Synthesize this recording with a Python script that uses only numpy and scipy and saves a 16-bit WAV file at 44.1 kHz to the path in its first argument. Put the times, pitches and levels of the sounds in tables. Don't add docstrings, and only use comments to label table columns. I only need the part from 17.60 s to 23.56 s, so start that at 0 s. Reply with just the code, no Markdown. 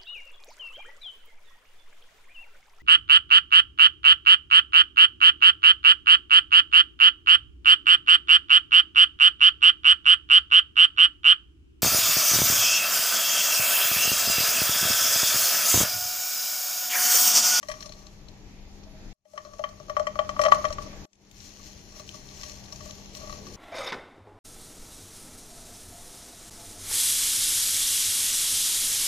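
import sys
import numpy as np
from scipy import signal
from scipy.fft import rfft, irfft, next_fast_len
from scipy.io import wavfile
from scipy.ndimage import uniform_filter1d

SR = 44100
rng = np.random.default_rng(int(sys.argv[2]) if len(sys.argv) > 2 else 0)


def pcm_store(signal):
    levels = np.round(np.clip(np.atleast_2d(signal), -1, 1) * 32767)
    wavfile.write(sys.argv[1], SR, levels.astype(np.int16).T)


def voltage_ratio(decibels):
    exponent = np.asarray(decibels, float) / 20
    return 10 ** exponent


N = 262836

CUTS_S = [
    1.53,
    1.648,
    3.455,
]
# (frequency [Hz], level [dB per Hz])
SEED_SPECTRUM = [(880, -47.5), (1500, -14.5), (1920, -14.5), (2750, -8.5), (3150, -9.5), (3910, -11),
                 (4270, -4), (4990, -6.5), (5500, -2.5), (6430, -1.5), (8130, -10.5), (14500, -17.5),
                 (15500, -35.5)]


def rms_one(x):
    return x / np.sqrt(np.mean(x ** 2) + 1e-20)


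def shot_now():
    return np.searchsorted(CUTS_S, np.arange(N) / SR)


def at_hz(points, hz):
    table_hz, values = np.transpose(points)
    return np.interp(np.log(hz), np.log(table_hz), values)


def left_over_right(db):
    return voltage_ratio([[db / 2], [-db / 2]])


def band(x, order, low_hz, high_hz):
    return signal.sosfilt(signal.butter(order, [low_hz, high_hz], "band", fs=SR, output="sos"), x)


def die_away(clicks, t60_s):
    return signal.lfilter([1], [1, -voltage_ratio(-60 / (t60_s * SR))], clicks)


def drift(rate_hz):
    r = np.exp(-2 * np.pi * rate_hz * 40 / SR)
    slow = signal.lfilter([1], [1, -2 * r, r * r], rng.standard_normal(N // 40 + 2002))[2000:]
    return np.interp(np.arange(N) / 40, np.arange(len(slow)), rms_one(slow))


def ring(clicks, hz, t60_s):
    r, w = voltage_ratio(-60 / (t60_s * SR)), 2 * np.pi * hz / SR
    return signal.lfilter([0, np.sin(w)], [1, -2 * r * np.cos(w), r * r], clicks + 1e-18)


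def colour(x, spectrum):
    hz = np.maximum(np.fft.rfftfreq(N, 1 / SR), 1)
    return rms_one(irfft(rfft(x) * voltage_ratio(at_hz(spectrum, hz)), N))


def grains(per_s, spread_db):
    sizes = voltage_ratio(spread_db * np.minimum(rng.exponential(1, N), 5)) * rng.choice([-1, 1], N)
    return sizes * (rng.random(N) < per_s / SR)


def gain_control():
    # (kitchen [dB], creep [dB/s], ceiling [dB], fade depth [dB], fade [s])
    gains = [
        (-51.2, 3.4, -45, 16, .03),
        (-103, 180, -80, 0.5, .02),
        (-57.5, 12.8, -41.5, 22, .06),
        (-51.5, 2.8, -42, 36, .1),
    ]
    shot = shot_now()
    since_s = np.arange(N) / SR - np.array([0] + CUTS_S)[shot]
    level_db, creep, ceiling_db, depth_db, fade_s = np.array(gains)[shot].T
    fade_db = -depth_db * np.exp(-since_s / fade_s)
    return np.minimum(level_db + creep * since_s, ceiling_db) + fade_db, fade_db


def kitchen(level_db, fade_db, patchy_db):
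    # (frequency [Hz], level [dB per Hz])
    noise_spectrum = [(12, -28), (20, 6), (92, -7.5), (171, -8), (202, -24), (266, -14), (352, -16),
                      (649, -23), (932, -21), (1160, -33), (2470, -26.5), (3170, -31), (5850, -31),
                      (11400, -48), (15500, -64)]
    # (frequency [Hz], level over kitchen [dB])
    motor = [(199.7, -6.5), (299.5, -20), (399.4, -22), (800, -22.5), (955, -26.5)]
    # (frequency [Hz], correlation [-1..1])
    likeness = [(60, 0.81), (180, 0.93), (550, 0.44), (1650, 0.16), (4970, -0.28), (15000, -0.41)]
    # (frequency [Hz], left minus right [dB])
    balance = [(60, 5.5), (240, 5.5), (950, 2), (3770, 0.5), (15000, -8)]
    deep_by_shot = [-0.5, -6, -5.5, -5.5]
    # low [Hz], high [Hz], level over kitchen [dB]
    port_hiss = (10900, 12100, -47)
    rumble = 0
    edges_hz = 20 * 2 ** np.arange(0, 10, .5)
    white = rng.standard_normal((2, 2, N))
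    deep_db = np.array(deep_by_shot)[shot_now()]
    for k, (low_hz, high_hz) in enumerate(zip(edges_hz, edges_hz[1:])):
        mid, side = band(white[k % 2], 2, low_hz, high_hz)
        hz = np.sqrt(low_hz * high_hz)
        alike = np.clip(at_hz(likeness, hz), -1, 1)
        pair = np.sqrt(1 + alike) * mid + np.sqrt(1 - alike) * side * [[1], [-1]]
        band_db = at_hz(noise_spectrum, hz) + patchy_db * drift(4.1) + deep_db * (hz < 60)
        band_db = band_db + 0.6 * fade_db * (hz < 170)
        rumble = rumble + voltage_ratio(band_db) * pair * left_over_right(at_hz(balance, hz))
    t = np.arange(N) / SR
    hum = sum(voltage_ratio(db + 1.2 * drift(10)) * np.sin(2 * np.pi * hz * t) for hz, db in motor)
    low_hz, high_hz, hiss_db = port_hiss
    hiss = voltage_ratio(hiss_db + 19) * rms_one(band(white[0], 4, low_hz, high_hz))
    return voltage_ratio(level_db) * (rms_one(rumble) + hiss + hum * left_over_right(5))


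def blows():
    # (time [s], low modes [dB], then over them: off centre [dB], near rim [dB],
    # hardness [dB])
    chillies = [(.029, -42.5, .5, 1, -4.5), (.086, -30.5, -14, -8.5, -9), (.099, -64.5, 29, 26.5, 11),
                (.115, -37, -3.5, 0, -3.5), (.139, -64, 21.5, 19, 11), (.206, -65, 1, 12, 21),
                (.225, -72, 21.5, 28.5, 29.5), (.259, -42, -11, -24, .5), (.293, -43, -28.5, -21.5, -6),
                (.321, -82, 25, 27, 33), (.466, -77.5, 19, 21, 22.5), (.686, -60, -16, -9, 5.5),
                (1.235, -61, 1.5, -4.5, 3.5)]
    almonds = [(1.653, -50.5, -29.5, -17, -24.5), (1.735, -38.5, -35, -24, -26), (1.777, -37, 6, -1, -12.5),
               (1.85, -41, -3, -20, -13.5), (1.935, -45.5, .5, -7.5, -10), (1.984, -48, -16.5, -18.5, -5),
               (1.993, -23.5, -18.5, -27, -30), (2.039, -25.5, 2, -4, -26.5),
               (2.089, -45, -11.5, -13.5, -9.5), (2.2, -35, -10.5, -28, -22.5),
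               (2.283, -40, -10, -23.5, -17.5), (2.297, -26, -4, -10.5, -22), (2.367, -19, -.5, -13, -26),
               (2.397, -19, -9, -22, -25), (2.429, -59, 5, 2, 4), (2.469, -27.5, 5, -2.5, -15.5),
               (2.556, -29.5, -2, -19, -23), (2.59, -17, -2.5, -9.5, -29.5),
               (2.647, -37.5, -12, -13, -20.5), (2.692, -28.5, 4, -6.5, -13), (2.765, -44, 12.5, -3, -15.5),
               (2.793, -11.5, -7, -20, -29), (2.815, -18.5, -19, -11.5, -14), (2.837, -18, -5, -13, -17.5),
               (2.851, -12, -10, -14, -27.5), (2.862, -8.5, -11, -18.5, -34), (2.884, -32.5, 7, -12.5, -8),
               (2.917, -22, -5.5, -7.5, -19.5), (2.921, -30, 21, 8.5, -7.5), (2.946, -23, -9.5, -23, -16.5),
               (2.984, -31.5, -5.5, -23, -17.5), (3.043, -20.5, -3, -21, -24), (3.051, -24.5, 3, -4.5, -16),
               (3.084, -48, -4.5, -9, 2), (3.104, -29.5, -8, -19, -16), (3.126, -36.5, -6.5, -8.5, -2.5),
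               (3.184, -34.5, 5.5, -7.5, -17), (3.219, -43, 0, -16, -16), (3.263, -42, -1, -21.5, -12),
               (3.33, -45.5, -2.5, -16, -10)]
    knocks = [(3.996, -67.5, 13, 2, 5), (4.361, -47, -4, -15, -4), (4.397, -41.5, -5, -23, -1.5),
              (4.543, -46, -3.5, -22, -1.5), (4.833, -61, 18.5, 19.5, 22.5), (5.082, -60.5, 6, 9, 5),
              (5.124, -45.5, -6.5, -16, 3.5), (5.206, -47, 1, 0, -3), (5.258, -42.5, -8, -22, -24),
              (5.295, -42, -5, -13.5, -8), (5.383, -60.5, 7, -9, -12), (5.569, -52.5, -1, -10, 8),
              (5.606, -39.5, -31.5, -36.5, -19.5), (5.631, -39, -21.5, -21.5, -22.5),
              (5.673, -39.5, -11, -13, -10), (5.696, -45.5, 7, -4, -3), (5.726, -45, 3.5, 0, -2),
              (5.867, -60.5, 14, 1, 11.5)]
    s, low, *over_low = np.transpose(chillies + almonds + knocks)
    return np.round(s * SR).astype(int), np.array([low, *(low + over_low)])


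def movement(fade_db):
    # (seed rattle [dB], nuts rolling [dB])
    resting = [
        (-71.5, -80),
        (-97, -97),
        (-61.5, -60),
        (-71, -75),
    ]
    # start [s], onset [s], seed rattle [dB], nuts rolling [dB]
    stirring = (3.78, .05, -55.5, -68)
    # (peak [s], time to sink 10 dB [s], seed rattle [dB], nuts rolling [dB])
    scatters = [(.1, .3, -52, -62), (.16, .07, -62, -45), (.215, .2, -55, -55), (.39, .12, -58, -62),
                (.74, .08, -68, -78), (1.45, .03, -64, -85), (1.76, .08, -63, -48), (1.85, .12, -61, -48),
                (2.47, .1, -64, -46), (2.6, .1, -60, -50), (2.71, .1, -60, -44), (2.81, .12, -55, -42),
                (2.945, .12, -45, -37), (3.02, .06, -49, -46), (3.22, .06, -49, -51), (5.55, .1, -50, -56)]
    # (peak [s], time to sink 10 dB [s], seed rattle [dB], nuts rolling [dB])
    strokes = [(3.86, .09, -51, -72), (4.08, .07, -48.5, -63), (4.38, .06, -51, -57),
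               (4.56, .07, -49.5, -61), (4.87, .14, -44.5, -54), (5.27, .11, -47.5, -55),
               (5.63, .05, -53, -48), (5.75, .06, -45, -50), (5.94, .15, -52, -62)]
    t, shot = np.arange(0, N, 32) / SR, shot_now()[::32]
    power = voltage_ratio(2 * (np.array(resting)[shot].T + fade_db[::32]))
    start_s, onset_s, seeds_db, nuts_db = stirring
    power += voltage_ratio([[2 * seeds_db], [2 * nuts_db]]) * np.clip((t - start_s) / onset_s + 1, 0, 1) ** 2
    for rows, rise_over_sink in ((scatters, 0.2), (strokes, 1.2)):
        for s, sink_s, seeds_db, nuts_db in rows:
            away = np.where(t < s, (s - t) / rise_over_sink, t - s) / sink_s
            here = shot == np.searchsorted(CUTS_S, s)
            power += voltage_ratio([[2 * seeds_db], [2 * nuts_db]]) * voltage_ratio(-20 * away) * here
    wobble_db, wobble_t60_s = -34, 0.5
    at, blow_db = blows()
    for s, low_db in zip(at / SR, blow_db[:2].max(axis=0)):
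        after = (t >= s) & (shot == np.searchsorted(CUTS_S, s))
        power[1, after] += voltage_ratio(2 * (low_db + wobble_db - 60 * (t[after] - s) / wobble_t60_s))
    return 10 * np.log10(np.repeat(power, 32, axis=1)[:, :N])


def seeds(rattle_db):
    # (time [s], peak [dB], frequency [Hz])
    crowd_ticks = [(3.5319, -45, 6280), (3.713, -39, 7200), (3.7672, -43.5, 5690), (3.8038, -35.5, 5690),
                   (3.9056, -41, 6400), (3.9366, -41, 6180), (4.029, -47, 6300), (4.0596, -46, 5660),
                   (4.3938, -43, 6340), (4.477, -36, 5680), (4.4906, -33, 5540), (4.5337, -45, 4100),
                   (4.6888, -38, 3770), (4.7978, -42, 5660), (4.8125, -28, 5530), (4.8323, -46, 6400),
                   (4.8963, -29, 6930), (5.0398, -40, 5280), (5.059, -40, 4100), (5.1275, -38, 5240),
                   (5.1595, -32, 6600), (5.2912, -47, 5700), (5.3089, -28, 6100), (5.4589, -36, 6250),
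                   (5.5504, -28, 5800), (5.6195, -36, 4300), (5.6644, -42, 6350), (5.7053, -36, 4200),
                   (5.884, -41, 6500)]
    # (time [s], peak [dB], frequency
    # [Hz])
    more_ticks = [(0.3225, -31.5, 4350), (0.3364, -39, 4200), (0.4687, -36.5, 4270), (0.6848, -38.5, 4160),
                  (3.5546, -53, 6350), (3.65, -55, 6530), (3.7443, -47, 6100), (4.1818, -56, 6330),
                  (4.2054, -50, 6200), (4.491, -29.5, 3150), (4.771, -44, 6050), (4.961, -50, 6300),
                  (4.8327, -32, 4390)]
    per_s = 2500 * voltage_ratio(1.7 * drift(9.2))
    common = grains(per_s, spread_db=2.0)
    rustle = [colour(common + 0.98 * grains(per_s, spread_db=3.5), SEED_SPECTRUM) for port in range(2)]
    ticks = np.zeros(N)
    span_s = np.arange(600) / SR
    for s, db, hz in list(crowd_ticks) + list(more_ticks):
        i = round(s * SR)
        burst = np.sin(2 * np.pi * hz * span_s) + 1.37 * rng.standard_normal(len(span_s))
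        burst = burst * voltage_ratio(db - 8 - 60 * span_s / 0.021)
        ticks[i:i + len(burst)] += burst[:N - i]
    return voltage_ratio(rattle_db) * np.array(rustle), band(ticks, 3, 1900, 7200) + voltage_ratio(-25) * ticks


def pan(rolling_db, rattle_db):
    # (frequency [Hz], level [dB], t60 [s])
    mode_groups = [
        [(600.2, -13, 0.27), (610.8, -3.5, 0.077), (655, -10.5, 0.088), (825, -11.5, 0.12), (745, -9, 0.035)],
        [(1138.7, -0.5, 0.075), (1162, -10, 0.035), (1164, -11.5, .04)],
        [(1700, -6.5, 0.025), (1840, -14.5, 0.059), (1907, -2.5, 0.048), (2100, -13.5, 0.044),
         (2263, -11, 0.015), (2400, -12.5, .05), (2607, -13, 0.022), (3159, -9, 0.048), (3020, -12.5, 0.035),
         (3210, -17, 0.03)],
        [(4180, -1.5, 0.025), (4800, -32.5, 0.064), (5635, -2, 0.06), (6350, -13, 0.062), (6700, -11, 0.01)],
    ]
    at, blow_db = blows()
    rolling = rms_one(grains(900, spread_db=2.5))
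    murmur_db = [rolling_db - 24.5, rolling_db - 28, rattle_db - 36.5, rattle_db - 29.5]
    body = np.zeros(N)
    for group, modes in enumerate(mode_groups):
        for k, (hz, db, t60_s) in enumerate(modes):
            clicks = rolling * voltage_ratio(murmur_db[group] + db)
            spot_db = rng.normal(0, 2.5, len(at))
            clicks[at] += voltage_ratio(blow_db[group] + db + 1.5 + spot_db)
            sign = (-1) ** k if group == 2 else 1
            body += sign * ring(clicks, hz, t60_s)
        if group == 0:
            body = 0.41 * body + 0.65 * rms_one(ring(body, 638, 0.034)) * np.std(body)
    body = band(body, 6, 605, 7000)
    body = signal.lfilter(*signal.iirnotch(993, 6.0, SR), body)
    clack = np.zeros(N)
    clack[at] = voltage_ratio(blow_db[2] - 5)
    clack = die_away(clack, 0.042) * rng.standard_normal(N)
    body = body + band(clack, 2, 1600, 4600)
    thrown = np.zeros(N)
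    thrown[at] = voltage_ratio(blow_db[3] + 1)
    spray = np.array([colour(port, SEED_SPECTRUM) for port in rng.standard_normal((2, N))])
    spray = signal.lfilter(*signal.butter(1, 8000, fs=SR), spray)
    return body, voltage_ratio(1.7) * die_away(thrown, 0.06) * spray


def room(x):
    t60_s, wall_cut_hz = 0.33, 14000
    size = next_fast_len(N + SR // 2)
    hz, shot = np.fft.rfftfreq(size, 1 / SR), shot_now()
    walls = np.zeros((2, len(hz)), complex)
    for k, lag_s in enumerate(rng.uniform(.008, .03, 16)):
        loop = voltage_ratio(-60 * lag_s / t60_s) * np.exp(-2j * np.pi * hz * lag_s) / (1 + 1j * hz / wall_cut_hz)
        walls[k % 2] += loop / (1 - loop) * (-1) ** (k // 2)
    echo = np.zeros((2, N))
    for k in range(len(CUTS_S) + 1):
        echo += irfft(walls * rfft(x * (shot == k), size), size)[:, :N] * (shot == k)
    return echo


def crockery():
    # (time [s], frequency [Hz], level [dB], t60 [s])
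    clinks = [(1.262, 640, -46.5, 0.2), (1.335, 630, -49, .25)]
    t = np.arange(N) / SR
    out = np.zeros(N)
    for s, hz, db, t60_s in clinks:
        attack = np.clip((t - s) / 0.0077, 0, 1)
        out += voltage_ratio(db - 60 * np.abs(t - s) / t60_s) * attack * np.sin(2 * np.pi * hz * t)
    return out


def snaps():
    # (time [s], level [dB])
    splits = [(2.297, -52), (2.56, -54), (3.126, -50), (3.713, -55), (3.745, -58), (4.394, -50),
              (4.492, -53), (4.771, -51), (4.897, -51), (5.128, -51), (5.352, -51), (5.459, -54),
              (5.551, -47)]
    clicks = np.zeros(N)
    for s, db in splits:
        clicks[round(s * SR)] = voltage_ratio(db)
    puffs = die_away(clicks + 1e-18, 0.045) * rng.standard_normal((2, N))
    bright = signal.butter(3, 7600, "high", fs=SR, output="sos")
    return signal.sosfilt(bright, puffs) * left_over_right(6)


def bump():
    # half length [s], low [Hz], high [Hz], level [dB]
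    far_bump = (0.27, 196, 474, -50.5)
    half_s, low_hz, high_hz, db = far_bump
    swell = np.exp(-((np.arange(N) / SR - 5.91) / half_s) ** 2)
    return voltage_ratio(db) * swell * rms_one(band(rng.standard_normal(N), 2, low_hz, high_hz))


def scene():
    pan_left_db, seeds_left_db, right_lag_s, room_db = 10.5, 7, .00024, -20
    kitchen_db, fade_db = gain_control()
    rattle_db, rolling_db = movement(fade_db)
    rustle, ticks = seeds(rattle_db)
    body, scatter = pan(rolling_db, rattle_db)
    near = body + ticks
    ports = np.array([near, np.roll(near, round(right_lag_s * SR))]) * voltage_ratio(0.5)
    direct = left_over_right(pan_left_db) * ports
    loose = left_over_right(seeds_left_db) * (rustle + scatter)
    behind = kitchen(kitchen_db, fade_db, patchy_db=1.5) + crockery() + bump()
    return direct + loose + voltage_ratio(room_db) * room(near) + behind + snaps()


def thin_out(x):
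    lean_hz, ragged_hz, ragged_db, top_hz = 7200, 14800, 6.0, 15700
    window = np.sin(np.pi * (np.arange(2048) + .5) / 2048)
    hz, t, lines = signal.stft(x, SR, window=window, nperseg=2048, noverlap=1024)
    hz = hz[:, None]
    power = uniform_filter1d(np.sum(np.abs(lines) ** 2, axis=0), size=2, axis=1)
    around = np.exp(uniform_filter1d(np.log(power + 1e-16), size=130, axis=0, mode="nearest"))
    patch = uniform_filter1d(rng.standard_normal(power.shape), size=16, axis=0)
    patch = rms_one(uniform_filter1d(patch, size=2, axis=1))
    ragged = np.clip((hz - ragged_hz - 350 * patch[0]) / 500, 0, 1)
    step_db = np.where(hz > lean_hz, 2.8, -6) + ragged_db * ragged + 1.5 * patch
    struck = around > 4 * np.roll(around, 2, axis=1)
    kept = (power > around * voltage_ratio(2 * step_db)) | struck | (hz < 2600)
    lines = lines * kept * (hz < top_hz)
    return signal.istft(lines, SR, window=window, nperseg=2048, noverlap=1024)[1][:, :N]


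def top_cut(x):
    return signal.sosfilt(signal.butter(12, 15830, fs=SR, output="sos"), x)


def record(dry):
    mix = thin_out(dry)
    return top_cut(mix)


dry = scene()
out = record(dry)
pcm_store(out)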